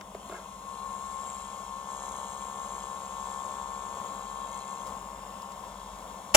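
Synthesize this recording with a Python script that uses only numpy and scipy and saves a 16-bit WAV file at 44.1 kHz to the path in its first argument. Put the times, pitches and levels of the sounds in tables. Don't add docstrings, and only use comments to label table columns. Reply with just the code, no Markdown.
import sys
import numpy as np
from scipy import signal
from scipy.fft import rfft, irfft, next_fast_len
from scipy.io import wavfile
from scipy.ndimage import uniform_filter1d, map_coordinates

SR = 44100
rng = np.random.default_rng(int(sys.argv[2]) if len(sys.argv) > 2 else 0)


def unload_wav(signal):
    wavfile.write(
        sys.argv[1],
        SR,
        np.round(np.clip(np.atleast_2d(signal).T, -1, 1) * 32767).astype(np.int16),
    )


def invert_db(level):
    return 10 ** (np.asarray(level, dtype=float) / 20)


N = 280784

# start_s, thump_db, creak_db, tick_db, t60_s
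KNOCKS = [(.011, -33, -33, -30, 0.018), (.147, -29, -40, -41, 0.036), (0.296, -28, -36, -44, 0.03)]
# centre_hz, width_hz, level_db
GRIP_MODES = [
    [(385.2, 47, 0.5), (543, 62, -2), (656, 92, 0.5)],
    [(1070, 200, -9), (1370, 110, -2), (1640, 85, -6), (2180, 98, -12), (2580, 150, -25)],
    [(1940, 440, 4.5), (5600, 1200, -3), (12000, 9100, -21)],
]
# start_s, level_db, t60_s
TICKS = [(4.866, -41, .11), (5.42, -36, .016), (5.52, -42, .036)]
# centre_hz, width_hz, level_db
TICK_MODES = [(5500, 2900, 1), (12000, 9100, -12)]
# multiple of its turn, level_db
DRUM_ORDERS = [(15, -59), (16, -60), (17, -64.5)]
# pitch_hz, level_db, unsteadiness_db
HUM_TONES = [(69, -65.5, 3.5), (96, -73.5, 4), (145, -68.5, -1.5)]
# time_s, whine_db, rattle_db
DRIVE = [(0, -66, -72), (.3, -50.5, -59), (.64, -48.5, -60.5), (.7, -40.5, -54.5), (1.29, -40.5, -48.5),
         (1.84, -42.5, -57), (1.91, -39.5, -48), (2.5, -41.5, -49), (2.6, -39.5, -48), (3.1, -42, -50.5),
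         (3.3, -38.5, -48.5), (4.04, -40.5, -52), (4.9, -41, -54.5), (5.02, -46.5, -59.5),
         (6.37, -49.5, -57.5)]
# multiple of the turn, level_db
SHAFT_ORDERS = [(5, -34.5), (6, -21.5), (7, -19.5), (8, -16), (9, -20.5), (10, -22.5), (11, -13.5),
                (12, -12), (13, -12), (14, -6), (15, -8.5), (16, 2.5), (17, -12), (18, -15), (19, -29),
                (20, -18), (21, -23.5), (22, -30), (23, -25), (26, -19.5)]
# time_s, level_db
SIDE_ORDERS = [(0, -3), (.7, -3), (1.8, -0.5), (2, 1.5), (4.9, 0), (5.1, 3.5)]
# time_s, depth_db
SWELL = [(1.8, 2.2), (2, .8)]
# centre_hz, width_hz, level_db
NEAR_MODES = [(1760, 59, -7.5), (2340, 15, -4.5), (2652, 61, -11), (3295, 44, -2.5), (4010, 29, -6),
              (5440, 69, -13.5), (6350, 7.3, 1.5), (6430, 69, 3), (7507, 113, 5), (8415, 73, -2),
              (8500, 72, -8.5), (9580, 20, -36.5), (10050, 120, -17), (10300, 120, -18), (11000, 65, -7)]
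# centre_hz, width_hz, level_db
FAR_MODES = [(2135, 21, -1), (2670, 48, -1), (3202, 77, -1), (3480, 17, 2.5), (4130, 23, 0.5),
             (6610, 69, 0), (7260, 99, 2.5), (7880, 19, -16), (9180, 54, -31), (9550, 114, -8.5),
             (9860, 230, -14), (11050, 260, -11)]
# frequency_hz, density_db (per Hz)
WHIR_SPECTRUM = [(25, -49), (40, -25), (60, -16.5), (134, -22.5), (200, -15.5), (358, -22.5), (538, -12.5),
                 (871, -13), (1050, -6.5), (1280, -26), (1900, -31), (3000, -43.5)]
# time_s, level_db
WHIR_LEVEL = [(0, -49), (1.2, -50), (2.5, -47), (6.37, -47)]
# frequency_hz, density_db (per Hz)
HISS_SPECTRUM = [(760, -42), (1300, -1.5), (1780, -20), (1970, -13.5), (3230, -6.5), (4750, -14),
                 (7290, -4.5), (8090, -11), (9870, -13.5), (15800, -32)]
# frequency_hz, left_minus_right_db
PORT_BALANCE = [(60, 11), (99, -7), (160, 2), (270, 3), (450, 1), (740, 2.5), (1220, 5.5), (2010, 6.5),
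                (3330, 4.5), (5500, -2), (9080, 7), (15000, 11.5)]
# frequency_hz, common share (0 to 1)
PORT_COHERENCE = [(100, 1), (700, 0.78), (1100, 0.56), (2000, 0.96), (7000, 1), (11000, 0.44), (15000, .2)]
# start_s, crack_db, thud_db
STOP_CONTACTS = [(6.3412, -24, -44), (6.344, -16.5, -41), (6.3476, -7.5, -8.5), (6.351, -13.5, -7),
                 (6.355, -16.5, -27), (6.360, -14.5, -5.5), (6.364, -32, -6)]
# frequency_hz, density_db (per Hz)
CRACK_SPECTRUM = [(470, -15), (800, -2), (1850, -9.5), (2970, -5.5), (3710, -13), (6930, -2.5), (9240, -17),
                  (11400, -13.5), (15800, -36)]
# centre_hz, width_hz, level_db
THUD_MODES = [(303, 44, -13), (587, 22, 12.5), (970, 750, -8)]
JOLT_MODES = [(89, 48, -2.5)]

CREAK_S, SLIP_GAP_S, SLIP_T60_S, LAST_T60_S = .313, .0098, 0.041, 0.27
SLIP_THUMP_DB, THUMP_FADES_DB = -29, 2.2
SLIP_CREAK_DB, SLIP_TICK_DB, EDGE_SLIPS_DB = -33, -48, -8
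STRIKE = 3.4
DRONE_HZ, DRONE_DB = 50.8, -62.5
SECOND_DB, GROWS_DB_PER_S = -69.5, 1.88
BEAT_HZ, SLOWS_HZ_PER_S, LAST_BEAT_HZ, IN_STEP_S = 4.4, .7, 1.3, .86
DRUM_HZ, DRUM_IN_STEP_S = 12.497, .017
SHAFT_HZ, IDLER_HZ = 67.2, 5.15
SPEED_PULL = .0047
NEAR_DB, FAR_DB = -46.5, -60.5
HISS_DB, HISS_FOLLOWS = -52.5, 0.17
HISS_START_DB, HISS_RISE_S = -3, 0.38
LAG_S = .00011


def unit(x):
    return x / np.sqrt(np.mean(x ** 2) + 1e-20)


def along(points, hz):
    f, v = np.transpose(points)
    return np.interp(np.log(hz + 1), np.log(f + 1), v)


def over_time(points):
    time_s, *columns = np.transpose(points)
    return [np.interp(np.arange(N) / SR, time_s, column) for column in columns]


def wobble(rate):
    knots = rng.standard_normal(int(N * rate / SR) + 4)
    return map_coordinates(knots, [np.arange(N) * rate / SR], order=1)


def filtered(x, response):
    m = next_fast_len(N + 8192)
    return irfft(rfft(x, m) * response(np.fft.rfftfreq(m, 1 / SR)), m)[..., :N]


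def coloured(spectrum):
    return unit(filtered(rng.standard_normal(N), lambda hz: invert_db(along(spectrum, hz))))


def resonances(modes):
    def response(f):
        total = 0
        for k, (centre, width, db) in enumerate(modes):
            mode = 1j * f * width / (centre * centre - f * f + 1j * f * width)
            total = total + (-1) ** k * invert_db(db) * mode
        return total
    return response


def ports(a, b, lag_s):
    knots = rng.standard_normal(64)

    def turn(hz):
        return np.arccos(np.clip(along(PORT_COHERENCE, hz), 0, 1))

    def phase(hz):
        scattered = np.pi / 2 * np.tanh(8 * np.interp(hz / 450, np.arange(64), knots))
        return np.where(hz < 1500, 2 * np.pi * hz * lag_s, scattered)

    def mixing(hz):
        return np.exp(-1j * phase(hz)) * [np.cos(turn(hz)), np.sin(turn(hz))]

    def balance(hz):
        return invert_db(along(PORT_BALANCE, hz) * np.array([[.5], [-.5]]))

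    right = filtered(np.array([a, b]), mixing).sum(0)
    return filtered(np.array([a, right]), balance)


def bursts(rows, channels):
    blows, t = np.zeros((channels, N)), np.arange(SR // 8) / SR
    for s, *levels_db, t60 in rows:
        envelope = invert_db(-60 * t / t60) * (1 - np.exp(-t / 0.00042))
        burst = envelope * rng.standard_normal((channels, len(t))) + STRIKE * (t == 0)
        blows[:, round(s * SR):][:, :len(t)] += invert_db(np.array(levels_db)[:, None]) * burst
    return blows


def hand():
    slips = []
    for k in range(6):
        thump_db = SLIP_THUMP_DB - THUMP_FADES_DB * k
        creak_db = SLIP_CREAK_DB + EDGE_SLIPS_DB * (k in (0, 5))
        t60 = LAST_T60_S if k == 5 else SLIP_T60_S
        slips.append((CREAK_S + SLIP_GAP_S * k, thump_db, creak_db, SLIP_TICK_DB, t60))
    blows = bursts(KNOCKS + slips, channels=3)
    thump, creak, tick = [filtered(blow, resonances(modes)) for blow, modes in zip(blows, GRIP_MODES)]
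    late_ticks = filtered(bursts(TICKS, channels=1)[0], resonances(TICK_MODES))
    grip = invert_db(13.5) * (thump + creak) + tick + late_ticks
    return ports(grip, grip, lag_s=0)


def drone(t):
    beats = np.cumsum(np.maximum(BEAT_HZ - SLOWS_HZ_PER_S * t, LAST_BEAT_HZ)) / SR
    steady = 2 * np.pi * DRONE_HZ * t + 0.45 * wobble(2.65)
    second = steady - 2 * np.pi * (beats - np.interp(IN_STEP_S, t, beats))
    return invert_db(DRONE_DB) * np.sin(steady) + invert_db(SECOND_DB + GROWS_DB_PER_S * t) * np.sin(second)


def hum():
    t = np.arange(N) / SR
    drum_angle = 2 * np.pi * DRUM_HZ * (t - DRUM_IN_STEP_S)
    drum = sum(invert_db(db) * np.cos(k * drum_angle) for k, db in DRUM_ORDERS)
    tones = 0
    for hz, db, waver_db in HUM_TONES:
        level = invert_db(db + waver_db * wobble(3.89))
        tones = tones + level * np.sin(2 * np.pi * hz * t + 0.45 * waver_db * wobble(4.3))
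    return np.sqrt(2) * (drum + drone(t) + tones)


def whine(angle, beside_db, swell_db, smear, flutter_db):
    total = 0
    for k, db in SHAFT_ORDERS:
        level_db = db + (swell_db if k == 16 else beside_db) + flutter_db * wobble(25)
        out_of_step = max(abs(k - 15) - 2, 0) * rng.normal()
        total = total + invert_db(level_db) * np.cos(k * angle + smear * wobble(13) + out_of_step)
    return total


def patches(x, depth_db):
    z = signal.stft(x, nperseg=1024)[2]
    field = rng.standard_normal(z.shape[-2:])
    field = uniform_filter1d(field, size=4, axis=0)
    field = uniform_filter1d(field, size=60, axis=1)
    return signal.istft(z * invert_db(depth_db * unit(field)), nperseg=1024)[1][..., :N]


def rattle(angle, far, depth_db):
    beat = np.cos(angle - 2.9) + 1.5 * np.cos(2 * angle - 5.8 + 0.54 * wobble(3))
    beat_db = depth_db * beat * (0.5 + 0.29 * wobble(3.92))
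    level = invert_db(beat_db + 0.89 * wobble(500) + 0.81 * wobble(8))
    chatter = level * rng.standard_normal((2, N))
    near_ring, far_ring = [unit(filtered(chatter, resonances(modes))) for modes in (NEAR_MODES, FAR_MODES)]
    return patches(np.sqrt(1 - far) * near_ring + np.sqrt(far) * far_ring, depth_db=-1.5)


def shaft_angle():
    idler = 2 * np.pi * IDLER_HZ * np.arange(N) / SR + 0.68 * wobble(2)
    pull = 0
    for k in (1, 2, 3, 4):
        pull = pull + (1 + 0.32 * wobble(2.3)) * np.sin(k * idler + rng.uniform(0, 2 * np.pi))
    speed_hz = SHAFT_HZ * (1 + SPEED_PULL * pull + 0.00049 * wobble(30.0))
    return 2 * np.pi * np.cumsum(speed_hz) / SR


def deck():
    whine_db, rattle_db = over_time(DRIVE)
    whir_db, beside_db, swell_db = [over_time(points)[0] for points in (WHIR_LEVEL, SIDE_ORDERS, SWELL)]
    far = np.clip((NEAR_DB - rattle_db) / (NEAR_DB - FAR_DB), 0, 1)
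    hiss_db = HISS_DB + HISS_FOLLOWS * (rattle_db - NEAR_DB)
    hiss_db = hiss_db + HISS_START_DB * np.exp(-np.arange(N) / SR / HISS_RISE_S)
    angle = shaft_angle()
    throb = invert_db(0.4 * np.cos(angle))
    tone = invert_db(whine_db) * whine(angle, beside_db, swell_db * wobble(20), smear=.2, flutter_db=1.5)
    whir = np.array([invert_db(whir_db + 1.8 * wobble(11)) * throb * coloured(WHIR_SPECTRUM) for _ in range(2)])
    chatter = invert_db(rattle_db) * rattle(angle, far, depth_db=5.0)
    hiss_pair = np.array([coloured(HISS_SPECTRUM), coloured(HISS_SPECTRUM)])
    hiss = invert_db(hiss_db) * np.sqrt(throb) * patches(hiss_pair, depth_db=2.5)
    shared, apart = whir + hiss + chatter + [tone, 0 * tone]
    return ports(shared, apart, lag_s=LAG_S)


def stop():
    crack, push, t = np.zeros(N + SR), np.zeros(N), np.arange(SR // 20) / SR
    for s, crack_db, thud_db in STOP_CONTACTS:
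        crack[round(s * SR):][:len(t)] += invert_db(crack_db - 60 * t / 0.046) * (1 - np.exp(-t / 0.00083))
        push[round(s * SR)] = invert_db(thud_db + 29.5)
    metal = ports(coloured(CRACK_SPECTRUM), coloured(CRACK_SPECTRUM), lag_s=0)
    thud = filtered(push, resonances(THUD_MODES)) * invert_db([[-1.5], [1.5]])
    jolt = filtered(push, resonances(JOLT_MODES)) * invert_db([[4.5], [-7.5]])
    return crack[:N] * metal + thud + jolt


def scene():
    return hand() + hum() * invert_db([[1.1], [-1.1]]) + deck() + stop()


def band_limit(x):
    return signal.sosfilt(signal.butter(12, 15800, fs=SR, output="sos"), x)


def record(dry):
    knee = 6
    clipped = dry / (1 + np.abs(dry) ** knee) ** (1 / knee)
    return band_limit(clipped)


dry = scene()
out = record(dry)
unload_wav(out)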